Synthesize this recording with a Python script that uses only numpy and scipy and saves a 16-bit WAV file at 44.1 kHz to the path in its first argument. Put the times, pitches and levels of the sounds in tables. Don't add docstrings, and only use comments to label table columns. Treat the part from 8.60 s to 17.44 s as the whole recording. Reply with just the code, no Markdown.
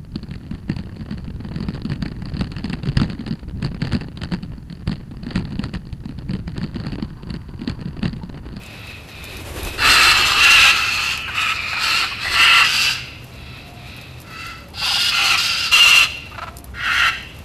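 import sys
import numpy as np
from scipy import signal
from scipy.fft import rfft, irfft, next_fast_len
from scipy.io import wavfile
from scipy.ndimage import uniform_filter1d, minimum_filter1d, map_coordinates

SR = 44100
rng = np.random.default_rng(int(sys.argv[2]) if len(sys.argv) > 2 else 0)


def to_wav(s):
    ch = np.atleast_2d(s).T
    pcm = np.round(np.clip(ch, -1, 1) * 32767)
    wavfile.write(sys.argv[1], SR, pcm.astype(np.int16))


N = 389844

# pitch_hz, level_db (relative)
TRAFFIC_SPECTRUM = [(15, -16), (35, -14.5), (65, 0.5), (100, -1), (160, -7.5), (300, -13), (600, -21.5),
                    (1200, -23.5), (3000, -48)]
# pitch_hz, level_db (relative)
RUSTLE_SPECTRUM = [(200, -12), (600, 6.5), (1200, -2), (2500, 0.5), (5000, -7.5), (9000, -14.5),
                   (13000, -12.5)]
# time_s, level_db
RUSTLE_LEVEL = [(0, -43.5), (.6, -46), (1.1, -46), (3, -51), (4.2, -51), (5.4, -47), (6.1, -51), (7.5, -45),
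                (8.1, -53), (8.84, -46.5)]
# start_s, length_s, pitch_hz, start_level_db, change_over_length_db
ENGINES = [(3.93, 1.9, 129.1, -41.5, -4.5), (7.72, .9, 61.86, -44, 7)]
# start_s, length_s, loudest_at (share of length), level_db (before the mix),
# open_beak_db (relative to throat), pitch_hz
FAR_CALLS = [(0, 0.42, .78, -37, -8, 635), (0.481, .34, 0.83, -36.5, -6, 615),
             (0.959, 0.33, 0.34, -34.5, -5, 632), (4.329, .26, 0.22, -32, -12, 688),
             (4.711, .41, .6, -40, -4.5, 667), (5.15, 0.48, 0.43, -39.5, -5.5, 635),
             (7.499, 0.31, 0.43, -40.5, -8.5, 686)]
# pitch_hz, level_db (relative)
FAR_THROAT = [(500, -60), (1000, -31), (1400, -3.5), (1700, -12), (2100, -5.5), (2600, 3), (3000, -7.5),
              (3600, -23), (5000, -44)]
# pitch_hz, level_db (relative)
BEAK = [(2800, -29), (3400, 3.5), (4200, 2.5), (5000, 1), (5600, -7), (6600, -68)]
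# start_s, level_db (before the crack trim)
CRACKS = [(.0352, -25), (.0624, -27), (.2698, -29), (.6413, -17.5), (.6514, -23), (.769, -22), (.8738, -27),
          (.9412, -27), (1.031, -16), (1.0495, -16), (1.0739, -22), (2.575, -17), (4.6428, -29),
          (5.3652, -31), (5.4124, -28), (5.6025, -24.5), (5.6173, -25), (5.867, -25), (7.969, -19),
          (7.9853, -19), (8.043, -21.5), (8.7888, -28.5)]
# pitch_hz, level_db (relative)
HUSK = [(300, -8), (900, -20), (2000, -22), (4300, 1.5), (6500, -0.5), (9000, 0), (12500, 5.5)]
# nearest_s, approach_s, retreat_s, swish_db, gust_db (both before trim)
WINGS = [(1.06, 0.51, 0.29, -27, -29), (1.26, 0.15, 0.66, -24, -26.5), (1.95, 0.46, 0.52, -33.5, -33.5),
         (3.43, .25, 0.19, -38.5, -49), (3.7, .12, 0.49, -37, -39)]
# pitch_hz, level_db (relative)
FEATHERS = [(90, -24), (200, -6.5), (350, 2.5), (550, -6), (1200, -10.5), (3000, -13.5), (6000, -21),
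            (13000, -20.5)]
# pitch_hz, level_db (relative)
GUST = [(10, -17), (30, -5), (55, -2), (110, -8), (250, -35), (600, -70)]
# start_s, length_s, rise_s, fall_s, effort_db, swell_db (over the call),
# throat_db, beak_db, hiss_db, echo_db (these four relative to effort), pitch_hz, roughness (0-1),
# chest_db (lift), throat_hz, beak_hz, hiss_hz
SQUAWKS = [ (1.178, .382, 0.12, .04, -14, 1, -2, -2.5, -9, -13.5, 668.7, .62, 6.5, 1630, 4280, 7960),
           (1.53, 0.3, 0.028, 0.025, -19, -2.5, -3.5, -4, -11, -13, 688, 0.82, 6.5, 1180, 4200, 7300),
           (1.765, .37, 0.12, 0.029, -9.5, -1.5, -8, -7.5, -13, -13, 672, 0.5, 4.5, 1670, 3920, 6250),
           (2.109, 0.23, 0.022, 0.042, -22.5, -3.5, -4, -5.5, -13, -12, 659, .63, 0, 1270, 4330, 6400),
           (2.291, .33, 0.034, 0.087, -23, -1, -8.5, -5.5, -11, -12.5, 670, .6, 7, 1270, 4380, 6450),
           (2.56, 0.18, .02, 0.023, -31, -1, -9, -21, -20, -7, 658, 0.62, 3, 1260, 4240, 6450),
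           (2.704, .25, 0.097, 0.029, -21, 0, -5, -9.5, -15, -13, 646, 0.6, 1, 1180, 3580, 7450),
           (2.931, 0.3, .02, 0.028, -27, 2, -7.5, -7, -19, -11, 614, 0.84, 3, 1240, 4100, 7100),
           (3.17, .32, 0.081, 0.042, -22, -1.5, -3, -2, -11.5, -16, 654.5, 0.71, 6, 1400, 4320, 7600),
           (3.45, 0.2, 0.022, 0.032, -30.5, -4, -8.5, -5, -19.5, -13, 647, .5, -5, 1000, 4200, 8300),
           (3.579, .2, 0.055, 0.023, -29.5, 7.5, -2, 0.5, -9.5, -13, 662, .5, -3, 1000, 4200, 8300),
           (3.71, 0.37, 0.11, 0.052, -13, 1, -3, -10, -17, -14, 682.3, 0.54, 1.5, 1920, 4400, 8100),
           (4.03, 0.37, 0.027, .11, -20.5, 1, -9, -2.5, -9, -11.5, 682.4, .52, 4, 1600, 4800, 5900),
           (5.64, 0.43, 0.19, 0.18, -37, 0, 1.5, -5, -14.5, -9, 665, 0.39, -23, 1320, 4600, 6600),
           (6.135, 0.39, 0.14, .03, -24, 3.5, -8.5, 2, -8.5, -11.5, 702, 0.5, 2, 1470, 4780, 9500),
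           (6.495, .32, 0.046, 0.063, -18.5, 4, -6.5, -5.5, -13, -11.5, 670.4, .48, 4, 1260, 4250, 6200),
           (6.769, 0.37, 0.013, 0.065, -26, -4, -6, 1, -8, -6.5, 685, .5, 1, 1460, 4900, 6350),
           (7.112, .36, 0.027, 0.032, -10, -2.5, -13.5, -10.5, -14, -14.5, 690, 0.4, 9, 1240, 4100, 5700),
           (8.137, 0.37, 0.16, .02, -24.5, 10, 4.5, -9.5, -15.5, -8, 700, .46, -7.5, 1870, 4080, 6000)]
# pitch_hz, level_db (relative)
THROAT = [(300, -65), (600, -22.5), (820, -13.5), (1060, -9.5), (1290, 3), (1480, -1.5), (1700, -0.5),
          (2100, -4), (2350, -16), (2700, -72)]
# pitch_hz, level_db (relative)
RING = [(1800, -20.5), (2250, -5), (2500, 4), (2700, 6), (2900, 1), (3100, 3.5), (3400, -19), (4000, -69)]
# pitch_hz, level_db (relative)
HISS = [(4600, -50), (5700, 1.5), (6800, -0.5), (8000, 0), (9300, -4.5), (11000, -6), (13000, -4.5)]
# start_s, length_s, level_db (before trim), pitch_hz, throat_hz
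GRUNTS = [(1.19, 0.078, -27, 428, 1660), (2.156, 0.024, -30.5, 438, 1310), (2.673, 0.037, -28.5, 513, 1480),
          (3.126, 0.025, -24, 789, 1390), (3.16, 0.027, -27, 470, 1360), (3.431, 0.025, -28.5, 384, 1400),
          (3.505, 0.032, -34.5, 547, 1140), (3.638, .06, -24.5, 648, 1950), (6.134, 0.016, -42, 257, 850),
          (6.17, 0.016, -39, 260, 900), (6.211, .036, -33, 262, 970), (6.255, 0.038, -30.5, 250.5, 1000),
          (6.30, 0.039, -30, 269, 970), (6.351, 0.035, -33, 258, 910), (6.557, 0.15, -34, 263.7, 840),
          (6.673, 0.1, -36.5, 260, 820), (7.709, .028, -40, 305, 1190), (7.741, .026, -37, 290, 1400),
          (7.775, .028, -29.5, 325, 1350), (7.811, 0.04, -28.5, 336.6, 1350),
          (7.864, .034, -32, 318.7, 1320)]
# pitch_hz, level_db (relative)
GRUNT_COLOUR = [(200, -37), (450, -7), (700, 11.5), (1400, 1), (2100, 2.5), (2700, 5.5), (3300, -4),
                (4200, 0), (5500, -14), (12000, -20.5)]
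# pitch_hz, time_to_fall_60_db_s
ECHO_DECAY = [(200, 1), (1300, 0.31), (2700, 0.75), (5000, 0.66), (12000, 0.37)]
# start_s, length_s, level_db, pitch_hz
HOOTS = [(4.598, .25, -55, 680), (4.953, 0.4, -49, 710), (5.981, .14, -50, 572), (7.842, 0.27, -50.5, 690)]

TRAFFIC_DB = -38.5
FAR_START_DB, FAR_END_DB = -6, -12.5
PASS_DB = -17.5
ONSET_DB, RELEASE_DB = -17.5, -15.5
RING_LAW, THROAT_LAW, BEAK_LAW, HISS_LAW = 1.31, 0.92, 1, 1.31
JITTER, FLUTTER = 0.058, 0.19
CHEST_HZ = 900
RING_ORDER, RING_LIFT_DB = 4, 7
RING_PITCH_HZ = 672
EDGE_HZ = 13250


def amp(db):
    return 10 ** (np.asarray(db) / 20)


def evened(x):
    return x / np.sqrt(np.mean(x ** 2) + 1e-20)


def read(points, hz):
    f, value = np.transpose(points)
    return np.interp(np.log(hz + 1), np.log(f + 1), value)


def add(mix, s, sound):
    part = mix[round(s * SR):][:len(sound)]
    part += sound[:len(part)]


def shaped(x, points, *resonances):
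    size = next_fast_len(len(x))
    hz = np.fft.rfftfreq(size, 1 / SR)
    db = read(points, hz)
    for centre, width, lift in resonances:
        db = db + lift / (1 + (2 * (hz - centre) / width) ** 2)
    return evened(irfft(rfft(x, size) * amp(db), size)[:len(x)])


def wander(count, rate_hz):
    size = next_fast_len(count + SR // 4)
    hz = np.fft.rfftfreq(size, 1 / SR)
    spectrum = rfft(rng.standard_normal(size)) / (1 + (hz / rate_hz) ** 4)
    return evened(irfft(spectrum, size))[:count]


def edges(count, fade_s):
    t = np.arange(count) / SR
    return np.sqrt(np.clip(np.minimum(t, t[-1] - t) / fade_s, 0, 1))


def traffic():
    return amp(TRAFFIC_DB) * shaped(rng.standard_normal(N), TRAFFIC_SPECTRUM)


def flock_rustle():
    level = np.interp(np.arange(N) / SR, *np.transpose(RUSTLE_LEVEL))
    flicker_db = 2.0 * wander(N, 25)
    return amp(level + flicker_db) * shaped(rng.standard_normal(N), RUSTLE_SPECTRUM)


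def engines(drift=0.016, throb_db=3):
    out = np.zeros(N)
    for s, length, hz, db, change in ENGINES:
        u = np.linspace(0, 1, int(length * SR))
        turns = np.cumsum(hz * (1 + drift * wander(len(u), 3.36))) / SR
        drone = np.sqrt(2) * np.sin(2 * np.pi * turns)
        level = db + change * u + throb_db * wander(len(u), 6.8)
        add(out, s, edges(len(u), 0.1) * amp(level) * drone)
    return out


def syrinx(hz, rough, jitter, flutter, flutter_hz=145, order=18):
    count = len(hz)
    shake_hz = flutter_hz * (1 + 0.2096 * wander(count, 92))
    shake = np.cos(2 * np.pi * np.cumsum(shake_hz) / SR)
    bend = jitter * (wander(count, 260) + 0.43 * shake) + 0.015 * wander(count, 25)
    turns = np.cumsum(hz * (1 + bend)) / SR
    pulses = np.zeros(count)
    for k in range(1, order + 1):
        weight = 0.35 if k == 1 else 1
        pulses += weight * np.cos(2 * np.pi * k * (turns + 0.03015 * k))
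    puffs = (0.5 + np.exp(-(turns % 1) / 0.27)) * rng.standard_normal(count)
    source = (1 - rough) * evened(pulses) + 2.11 * rough * evened(puffs)
    return source * (1 + flutter * shake)


def sway(x, depth=0.0163, rate_hz=11):
    speed = 1 + depth * wander(len(x), rate_hz)
    at = np.cumsum(speed / speed.mean()) - 1
    return map_coordinates(x, [at], order=3, mode="nearest")


def far_calls():
    out = np.zeros(N)
    for s, length, top, level, gape, hz in FAR_CALLS:
        u = np.linspace(0, 1, int(length * SR))
        push = np.interp(u, [0, top, 1], [FAR_START_DB, 0, FAR_END_DB])
        drive = syrinx(np.full(len(u), hz), rough=0.41, jitter=0.0324, flutter=0.18)
        voice = amp(push) * shaped(drive, FAR_THROAT)
        voice += amp(gape + 0.93 * push) * shaped(drive, BEAK, (3900, 900, 8))
        add(out, s, edges(len(u), 0.015) * amp(level) * sway(voice))
    return out


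def yard_echo(x):
    sparse = rng.random(SR) < 2000 / SR
    late = np.arange(SR) > 0.008 * SR
    taps = rng.standard_normal(SR) * sparse * late
    hz, t, z = signal.stft(taps, SR, nperseg=256)
    decay = amp(-60 * t / read(ECHO_DECAY, hz)[:, None])
    tail = signal.istft(z * decay, SR, nperseg=256)[1]
    return signal.fftconvolve(x, tail / np.linalg.norm(tail))[:N]


def seeds(crack_db=-8.5, stir_db=-53, per_s=60):
    t, out = np.arange(1024) / SR, np.zeros(N)
    snap = np.exp(-t / 0.0025) + 0.15 * np.exp(-t / 0.023)
    events = [(s, db + crack_db) for s, db in CRACKS]
    for place, chance in rng.random((int(per_s * N / SR), 2)):
        events.append((place * N / SR, stir_db + 4 * min(-np.log(chance), 3)))
    for s, db in events:
        husk = shaped(rng.standard_normal(len(t)), HUSK, (rng.uniform(3100, 17400), 2400, 7))
        add(out, s, amp(db) * snap * husk)
    return out


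def wings(beat_hz=11, depth=0.32, swish_trim_db=-2, gust_trim_db=-1):
    out = np.zeros(N)
    for s, approach, retreat, swish, gust in WINGS:
        t = np.arange(-approach, retreat, 1 / SR)
        count = len(t)
        distance = np.maximum(-t / approach, t / retreat)
        nearness = edges(count, 0.04) * amp(PASS_DB * distance)
        beat_turns = np.cumsum(beat_hz * (1 + 0.37 * wander(count, 6.9))) / SR
        beats = evened(1 + depth * np.cos(2 * np.pi * beat_turns))
        feathers = amp(swish + swish_trim_db) * beats * shaped(rng.standard_normal(count), FEATHERS)
        draught = amp(gust + gust_trim_db) * shaped(rng.standard_normal(count), GUST)
        add(out, s - approach, nearness * (feathers + draught))
    return out


def trough(x, bounce=0.24, count=4):
    out = x.copy()
    for delay, sign in zip(rng.uniform(0.001, 0.006, count), rng.choice([-1, 1], count)):
        add(out, delay, sign * bounce * x)
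    return out


def squawks(arch=0.01, strain_db=2, sag=0.04, fade_s=0.0044):
    out, sent = np.zeros(N), np.zeros(N)
    for (s, length, rise, fall, effort, swell, low, gape, hiss, echo,
         hz, rough, chest_db, throat_hz, beak_hz, hiss_hz) in SQUAWKS:
        t = np.arange(int(length * SR)) / SR
        u = t / length
        push = swell * (u - 0.5)
        push += ONSET_DB * np.maximum(1 - t / rise, 0) ** 2
        push += RELEASE_DB * np.maximum(1 - (length - t) / fall, 0)
        pitch = hz * (1 + arch * (np.sin(np.pi * u) - 0.5) - sag * u ** 20)
        drive = trough(syrinx(pitch, rough, JITTER * rough, FLUTTER))
        strain = strain_db * wander(len(u), 16.5)
        ring = [(f * hz / RING_PITCH_HZ, db) for f, db in RING]
        ring_peak = (RING_ORDER * hz, 260, RING_LIFT_DB * (1 - rough))
        chest_peak, throat_peak = (CHEST_HZ, 400, chest_db), (throat_hz, 330, 5.5)
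        voice = amp(RING_LAW * push) * shaped(drive, ring, ring_peak)
        voice += amp(low + THROAT_LAW * push) * shaped(drive, THROAT, chest_peak, throat_peak)
        voice += amp(gape + BEAK_LAW * push + 0.5 * strain) * shaped(drive, BEAK, (beak_hz, 480, 8))
        voice += amp(hiss + HISS_LAW * push + strain) * shaped(drive, HISS, (hiss_hz, 700, 6))
        call = edges(len(t), fade_s) * amp(effort) * sway(voice)
        add(out, s, call)
        add(sent, s, amp(echo) * call)
    return out, sent


def grunts(trim_db=1.5):
    out = np.zeros(N)
    for s, length, db, hz, throat_hz in GRUNTS:
        u = np.linspace(0, 1, int(length * SR))
        pitch = hz * (1.03 - 0.35 * (u - 0.45) ** 2)
        drive = syrinx(pitch, rough=0.27, jitter=0.035, flutter=0.3, order=24)
        note = shaped(drive, GRUNT_COLOUR, (throat_hz, 520, 17))
        add(out, s, amp(db + trim_db) * note * signal.windows.tukey(len(u), 0.6))
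    return out


def hoots():
    out = np.zeros(N)
    for s, length, db, hz in HOOTS:
        count = int(length * SR)
        turns = np.cumsum(hz * (1 + 0.018 * wander(count, 39.3))) / SR
        tone = np.sqrt(2) * np.sin(2 * np.pi * turns)
        add(out, s, amp(db) * tone * signal.windows.tukey(count, 0.6))
    return out


def scene():
    background = traffic() + flock_rustle() + engines()
    far = far_calls()
    near, sent = squawks()
    low = grunts()
    echo = yard_echo(sent + amp(-12) * low + amp(-6.5) * far)
    voices = near + low + amp(-2.5) * far + echo
    mid = background + voices + seeds() + wings() + hoots()
    treble_band = signal.butter(12, [4100, 12400], "band", fs=SR, output="sos")
    side = amp(-11.5) * signal.sosfilt(treble_band, mid) * wander(N, 120)
    return np.array([mid + side, mid - side])


def record(dry, ceiling=0.74):
    room = np.minimum(1, ceiling / (abs(dry).max(0) + 1e-9))
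    gain = uniform_filter1d(minimum_filter1d(room, size=65), size=65)
    lowpass = signal.firwin(511, EDGE_HZ, window=("kaiser", 9), fs=SR)
    return signal.oaconvolve(dry * gain, lowpass[None], "same")


dry = scene()
out = record(dry)
to_wav(out)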